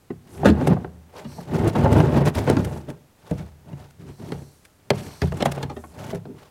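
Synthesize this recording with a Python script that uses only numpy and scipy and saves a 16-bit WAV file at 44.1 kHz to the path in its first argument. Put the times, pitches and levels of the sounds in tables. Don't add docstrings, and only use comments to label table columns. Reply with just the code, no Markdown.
import sys
import numpy as np
from scipy import signal
from scipy.fft import rfft, irfft
from scipy.io import wavfile
from scipy.ndimage import uniform_filter1d

SR = 44100
rng = np.random.default_rng(int(sys.argv[2]) if len(sys.argv) > 2 else 0)


def transcribe(signal):
    frames = np.atleast_2d(signal).T
    limited = np.clip(frames, -1, 1)
    pcm = np.round(limited * 32767).astype(np.int16)
    wavfile.write(sys.argv[1], SR, pcm)


N = 286650
BOOM_TOP_HZ, CLACK_TOP_HZ = 300, 1500
RING_S, BLOW_S = 0.4, 0.03

# time_s, rattle_ms, panel_hz, boom_db, clack_db, crack_db
BLOWS = [(0.103, 6.8, 420, -29.5, -31.5, -53.5), (0.432, 2.8, 672, -25, -24.5, -50),
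         (0.457, 25, 580, -10.5, -12.5, -27), (0.486, 8.7, 271, -14.5, -22.5, -35.5),
         (0.501, 9.7, 203, -12.5, -42, -43), (0.612, 1.8, 258, -22.5, -27.5, -50.5),
         (0.672, 1.8, 715, -16, -21, -42), (0.697, 25, 154, -16, -45, -62), (0.767, 5, 730, -31, -33, -58),
         (0.845, 0.7, 385, -33.5, -34.5, -54.5), (1.248, 21, 205, -33, -44.5, -53.5),
         (1.384, 18, 815, -39.5, -37.5, -78), (1.755, 11, 850, -26, -23, -41),
         (1.857, 7.9, 570, -21, -17.5, -42), (2.002, 8.6, 157, -16.5, -24, -38),
         (2.143, 4, 425, -29, -30, -47), (2.475, 26, 518, -24.5, -20.5, -37.5),
         (2.498, 2.6, 447, -25, -18, -42), (2.568, 3.4, 248, -16, -27.5, -42),
         (3.311, 6.2, 163.4, -22, -27, -54), (3.396, 26, 198, -31, -45.5, -60),
         (3.73, 2.9, 137, -32, -51, -62.5), (4.32, 0.72, 456, -29, -33.5, -44),
         (4.9035, 0.4, 397, -20.5, -16.5, -25.5), (5.218, 7.8, 87.6, -20.5, -27.5, -34),
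         (5.233, 5.5, 86, -20.5, -27, -63), (5.321, 3.1, 93, -28, -32, -50.5),
         (5.405, 17, 590, -27, -28, -37.5), (5.424, 1.5, 704, -23.5, -23, -32),
         (5.457, 9.6, 666, -25, -18.5, -32.5), (5.577, 14, 780, -36.5, -34, -50),
         (5.629, 6.8, 503, -28.5, -32, -38.5), (5.699, 13, 797, -38, -34.5, -50),
         (5.766, 15.4, 393, -36.5, -35.5, -52.5), (5.839, 8.9, 1090, -47.5, -42, -59.5),
         (6.132, 18, 518, -27.5, -28.5, -54), (6.254, 1.7, 600, -39, -42, -61.5)]

def knocks(chatter=0.32, chatter_per_s=3500, build_up=0.23, panel_cycles=19, panel_t60=0.15):
    out, lead = np.zeros(N), int(BLOW_S * SR / 2)
    t, ring_t = np.arange(-lead, 3 * lead) / SR, np.arange(int(RING_S * SR)) / SR
    for (time_s, rattle_ms, panel_hz, *levels_db), shell in zip(BLOWS, tray(count=len(BLOWS))):
        force = chatter * burst(t, max(rattle_ms, 0.5) / 1000, build_up, chatter_per_s)
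        force[lead] = 1
        dullness_db = levels_db[1] - levels_db[2]
        contact_hz = np.exp(np.interp(dullness_db, [15, 27], np.log([9000, 550])))
        force = band(force, contact_hz, "low")
        force = band(force, min(0.68 * panel_hz, 161.5), "high")
        ring = signal.fftconvolve(force, shell)
        note_t60 = min(panel_cycles / panel_hz, panel_t60)
        note = np.sin(2 * np.pi * panel_hz * ring_t) * decay(ring_t, note_t60)
        panel = unit(signal.fftconvolve(force, note))
        ring += panel * np.std(band(ring, [panel_hz / 2, panel_hz * 2], "band"))
        for part, db in zip(registers(ring), levels_db):
            onset_rms = np.std(part[lead:lead + int(BLOW_S * SR)])
            add(out, time_s - lead / SR, part * undb(db) / onset_rms)
    return out

# pitch_hz, relative_db, t60_s
LOW_MODES = [(78.05, 1, 1), (103.7, 4.5, 0.33), (141.1, 8, 0.34), (172.2, 5, 0.27), (199.8, 0, 0.18),
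             (240.4, 0.5, 0.15), (407.4, 3.5, 0.1), (473.3, 3.5, 0.13), (593, 9.5, 0.034), (877, 2, 0.063)]
# frequency_hz, density_db, t60_s
DENSE_MODES = [(40, -7, 0.94), (157, -12.5, 0.083), (520, -4, 0.082), (788, -7.5, 0.057),
               (1210, -15, 0.046), (2394, -17, 0.031), (3910, -19.5, 0.026), (5460, -26, 0.014),
               (15900, -32.5, 0.026)]

def tray(count, modes_db=-17, scatter_db=2.5, flex=0.0098):
    size = int(RING_S * SR)
    t = np.arange(size) / SR
    rings = np.zeros((count, size))
    for hz, db, t60 in LOW_MODES:
        strength, bend, side = rng.standard_normal((3, count, 1))
        swing = np.sign(side) * np.sin(2 * np.pi * hz * (1 + flex * bend) * t)
        rings += undb(modes_db + db + scatter_db * strength) * swing * decay(t, t60)
    shell_hz, *columns = np.transpose(DENSE_MODES)
    for hz in 50 * 2 ** (np.arange(26) / 3):
        db, t60 = (np.interp(np.log(hz), np.log(shell_hz), column) for column in columns)
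        noise = unit(band(rng.standard_normal(3 * size), hz * 2 ** (np.array([-1, 1]) / 6), "band"))
        spots = rng.integers(size // 2, 2 * size, (count, 1))
        envelope = undb(db) * np.sqrt(hz / CLACK_TOP_HZ) * decay(t, t60)
        rings += noise[spots + np.arange(size)] * envelope
    return rings

def scrape(boom_db, rasp_db, slips_per_s=170, wander_db=5, grind_db=-18):
    ring = np.zeros(N)
    for shell in tray(count=8):
        slips = clicks(slips_per_s, spread_db=3)
        weight = undb(wander_db * walk(per_s=10))
        ring += signal.oaconvolve(slips * weight, shell)[:N]
    ring = band(ring, [190, 600], "band", order=1)
    ring += band(ring, [640, 1250], "band", order=1)
    gains = undb(boom_db), undb(rasp_db), undb(rasp_db + grind_db)
    return sum(steady(part, span_s=0.044) * gain for part, gain in zip(registers(ring), gains))

# time_s, force_db, grit_db
MOVES = [
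    [(0.26, -50.5, -62), (0.348, -39.5, -47.5), (0.445, -23.5, -52.5)],
    [(0.53, -29.5, -52), (0.734, -16, -45.5), (0.75, -30, -54), (1.05, -80, -84)],
    [(1.47, -36.5, -50.5), (1.528, -22.5, -44), (1.68, -21, -44), (1.715, -29, -44.5), (1.8, -19, -42),
     (1.972, -16, -41.5), (2.094, -15, -42), (2.122, -23.5, -47.5), (2.18, -15.5, -39.5),
     (2.234, -22.5, -55), (2.278, -18, -29), (2.33, -36.5, -61)],
    [(2.33, -71.5, -56), (2.358, -23.5, -34), (2.442, -24.5, -37), (2.49, -21, -43.5),
     (2.764, -30.5, -49.5), (2.854, -51, -66), (2.89, -30.5, -47), (2.97, -55, -89.5)],
]
# start_s, length_s, boom_db, rasp_db, grit_db
LIGHT_RUBS = [(1.16, 0.058, -55, -45, -51.5), (1.263, 0.24, -44, -50, -53), (3.244, 0.2, -54.5, -51.5, -54),
              (3.685, 0.017, -40, -46, -58), (3.804, 0.0043, -41, -44.5, -47.5),
              (4.017, 0.086, -39.5, -53.5, -59.5), (4.224, 0.18, -38.5, -46.5, -54.5),
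              (4.958, 0.11, -36, -47.5, -44.5), (5.09, 0.28, -61, -61, -51),
              (5.361, 0.01, -32.5, -42, -44.5), (5.417, 0.19, -37, -36.5, -50),
              (5.96, 0.14, -38.5, -42, -46), (6.304, 0.014, -37, -51, -76), (6.405, 0.03, -62, -52, -51.5)]

def handling(rest_db=-76, drag_rasp_db=-6):
    t = np.arange(N) / SR
    levels_db = np.full((3, N), rest_db)
    for move in MOVES:
        times_s, *curves = np.transpose(move)
        force_db, grit_db = (np.interp(t, times_s, curve) for curve in curves)
        drag_db = np.array([force_db, force_db + drag_rasp_db, grit_db])
        levels_db = np.maximum(levels_db, drag_db + touch(t, times_s[0], times_s[-1]))
    for start_s, length_s, *rub_db in LIGHT_RUBS:
        levels_db = np.maximum(levels_db, np.array(rub_db)[:, None] + touch(t, start_s, start_s + length_s))
    return levels_db

def touch(t, start_s, end_s, catch_db_per_s=266, release_db_per_s=198.5):
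    return -catch_db_per_s * np.maximum(start_s - t, 0) - release_db_per_s * np.maximum(t - end_s, 0)

# frequency_hz, gain_db
GRIT_SPECTRUM = [(900, 4), (1600, -1.5), (4000, -7.5), (11500, -16.5), (16000, -23)]

def grit(level_db, dust_db=-9, crunch_db=5.5):
    sand = unit(grains(per_s=600, spread_db=4) * undb(crunch_db * np.tanh(walk(per_s=90))))
    dust = undb(dust_db) * rng.standard_normal(N)
    return unit(colour(sand + dust, GRIT_SPECTRUM)) * undb(level_db)

def grains(per_s, spread_db):
    edges_hz = 630 * 2 ** (np.arange(14) / 3)
    return sum(band(clicks(per_s, spread_db), [hz, 2 ** (1 / 3) * hz], "band") for hz in edges_hz)

# time_s, relative_db
SHARP_CLICKS = [(0.675, -30), (1.679, -32.5), (1.928, -33.5), (2.259, -33), (2.353, -34.5), (2.5, -28),
                (2.649, -35), (2.9018, -44), (3.312, -44.5), (3.9086, -54.5), (4.654, -47.5), (5.375, -43),
                (5.458, -28), (5.52, -32), (5.557, -44), (6.152, -41.5)]
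# frequency_hz, gain_db
CLICK_SPECTRUM = [(500, -21), (1500, 12), (4000, 0.5), (10000, 0), (16000, -12.5)]

def sharp_clicks():
    out, lead = np.zeros(N), int(BLOW_S * SR)
    t = np.arange(-lead, lead) / SR
    for time_s, db in SHARP_CLICKS:
        click = burst(t, fade_s=0.0047, build_up=0.77, per_s=3000)
        add(out, time_s - BLOW_S, undb(db) * unit(click) / np.sqrt(8))
    return colour(out, CLICK_SPECTRUM)

# start_s, length_s, level_db
SAND_SCUFFS = [(0.27, 0.18, -56), (2.62, 0.22, -58), (4.02, 0.78, -64), (4.957, 0.16, -55),
               (5.7, 0.27, -59)]

def scuffs(band_hz=(6000, 12000)):
    envelope = np.zeros(N)
    for start_s, length_s, db in SAND_SCUFFS:
        add(envelope, start_s, undb(db) * np.sqrt(np.hanning(int(length_s * SR))))
    return envelope * unit(band(grains(per_s=1100, spread_db=5), band_hz, "band"))

# start_s, length_s, level_db
SLIDE_STROKES = [(1.247, 0.21, -53), (3.984, 0.69, -61.5), (4.893, 0.48, -53)]
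# centre_hz, gain_db
SLIDE_RESONANCES = [(4400, 11), (5550, 9.5), (8350, 5), (11900, 0.5)]

def slides(edge_ratio=1.085):
    out = np.zeros(N)
    for start_s, length_s, db in SLIDE_STROKES:
        noise = rng.standard_normal(N)[:int(length_s * SR)]
        hiss = sum(undb(gain_db) * band(noise, [hz / edge_ratio, hz * edge_ratio], "band")
                   for hz, gain_db in SLIDE_RESONANCES)
        swell = np.sin(np.linspace(0, np.pi, len(noise)))
        add(out, start_s, undb(db) * unit(hiss) * swell)
    return out

def house(x, echo_s=0.03, echo_db=-17, tail_db=-27, tail_t60=0.68):
    t = np.arange(int(RING_S * SR)) / SR
    tail = band(rng.standard_normal(len(t)), 2500, "low", order=1)
    tail *= decay(t, tail_t60) * np.minimum(t / echo_s, 1)
    out = x + undb(tail_db) * signal.fftconvolve(x, tail / np.linalg.norm(tail))[:N]
    add(out, echo_s, undb(echo_db) * band(x, 900, "low", order=1))
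    return out

# frequency_hz, density_db
AIR_SPECTRUM = [(20, -30.5), (100, -22), (400, -31), (4000, -46), (9000, -47.5), (16000, -50.5)]

def yard(level_db=-58):
    return unit(colour(rng.standard_normal(N), AIR_SPECTRUM)) * undb(level_db)

def burst(t, fade_s, build_up, per_s):
    envelope = np.exp(-np.where(t < 0, -t / build_up, t) / fade_s)
    return envelope * rng.standard_normal(len(t)) * (rng.random(len(t)) < per_s / SR)

def clicks(per_s, spread_db):
    impulses = (rng.random(N) < per_s / SR) * rng.choice([-1, 1], N)
    return impulses * undb(spread_db * np.clip(rng.standard_normal(N), -2, 2))

def walk(per_s):
    steps = np.arange(N) / SR * per_s
    points = rng.standard_normal(int(steps[-1]) + 2)
    return np.interp(steps, np.arange(len(points)), points)

def registers(x):
    return (band(x, BOOM_TOP_HZ, "low", order=3), band(x, [BOOM_TOP_HZ, CLACK_TOP_HZ], "band", order=3),
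            band(x, CLACK_TOP_HZ, "high", order=6))

def band(x, edges_hz, kind, order=2):
    return signal.sosfilt(signal.butter(order, edges_hz, kind, fs=SR, output="sos"), x)

def colour(x, points):
    hz, db = np.transpose(points)
    bins_hz = np.arange(len(x) // 2 + 1) * SR / len(x)
    return irfft(rfft(x) * undb(np.interp(np.log(bins_hz + 1), np.log(hz), db)), len(x))

def steady(x, span_s):
    size = int(span_s * SR)
    return x / np.sqrt(uniform_filter1d(uniform_filter1d(x ** 2, size), size) + 1e-9)

def decay(t, t60):
    return np.exp(-np.log(1000) * t / t60)

def undb(db):
    return 10 ** (np.asarray(db) / 20)

def unit(x):
    return x / np.sqrt(np.mean(x ** 2) + 1e-18)

def add(out, start_s, x):
    start = max(int(start_s * SR), 0)
    out[start:start + len(x)] += x[:N - start]

def scene(lurch_db=4.5, lurches_per_s=40):
    boom_db, rasp_db, grit_db = handling() + lurch_db * np.tanh(walk(lurches_per_s))
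    trays = knocks() + scrape(boom_db, rasp_db) + grit(grit_db) + sharp_clicks() + scuffs() + slides()
    trays = band(trays, 29, "high")
    return (house(trays) + yard())[None]

def record(dry, top_hz=15900):
    return signal.sosfilt(signal.ellip(10, 0.2, 80, top_hz, fs=SR, output="sos"), np.clip(dry, -1, 1))

dry = scene()
out = record(dry)
transcribe(out)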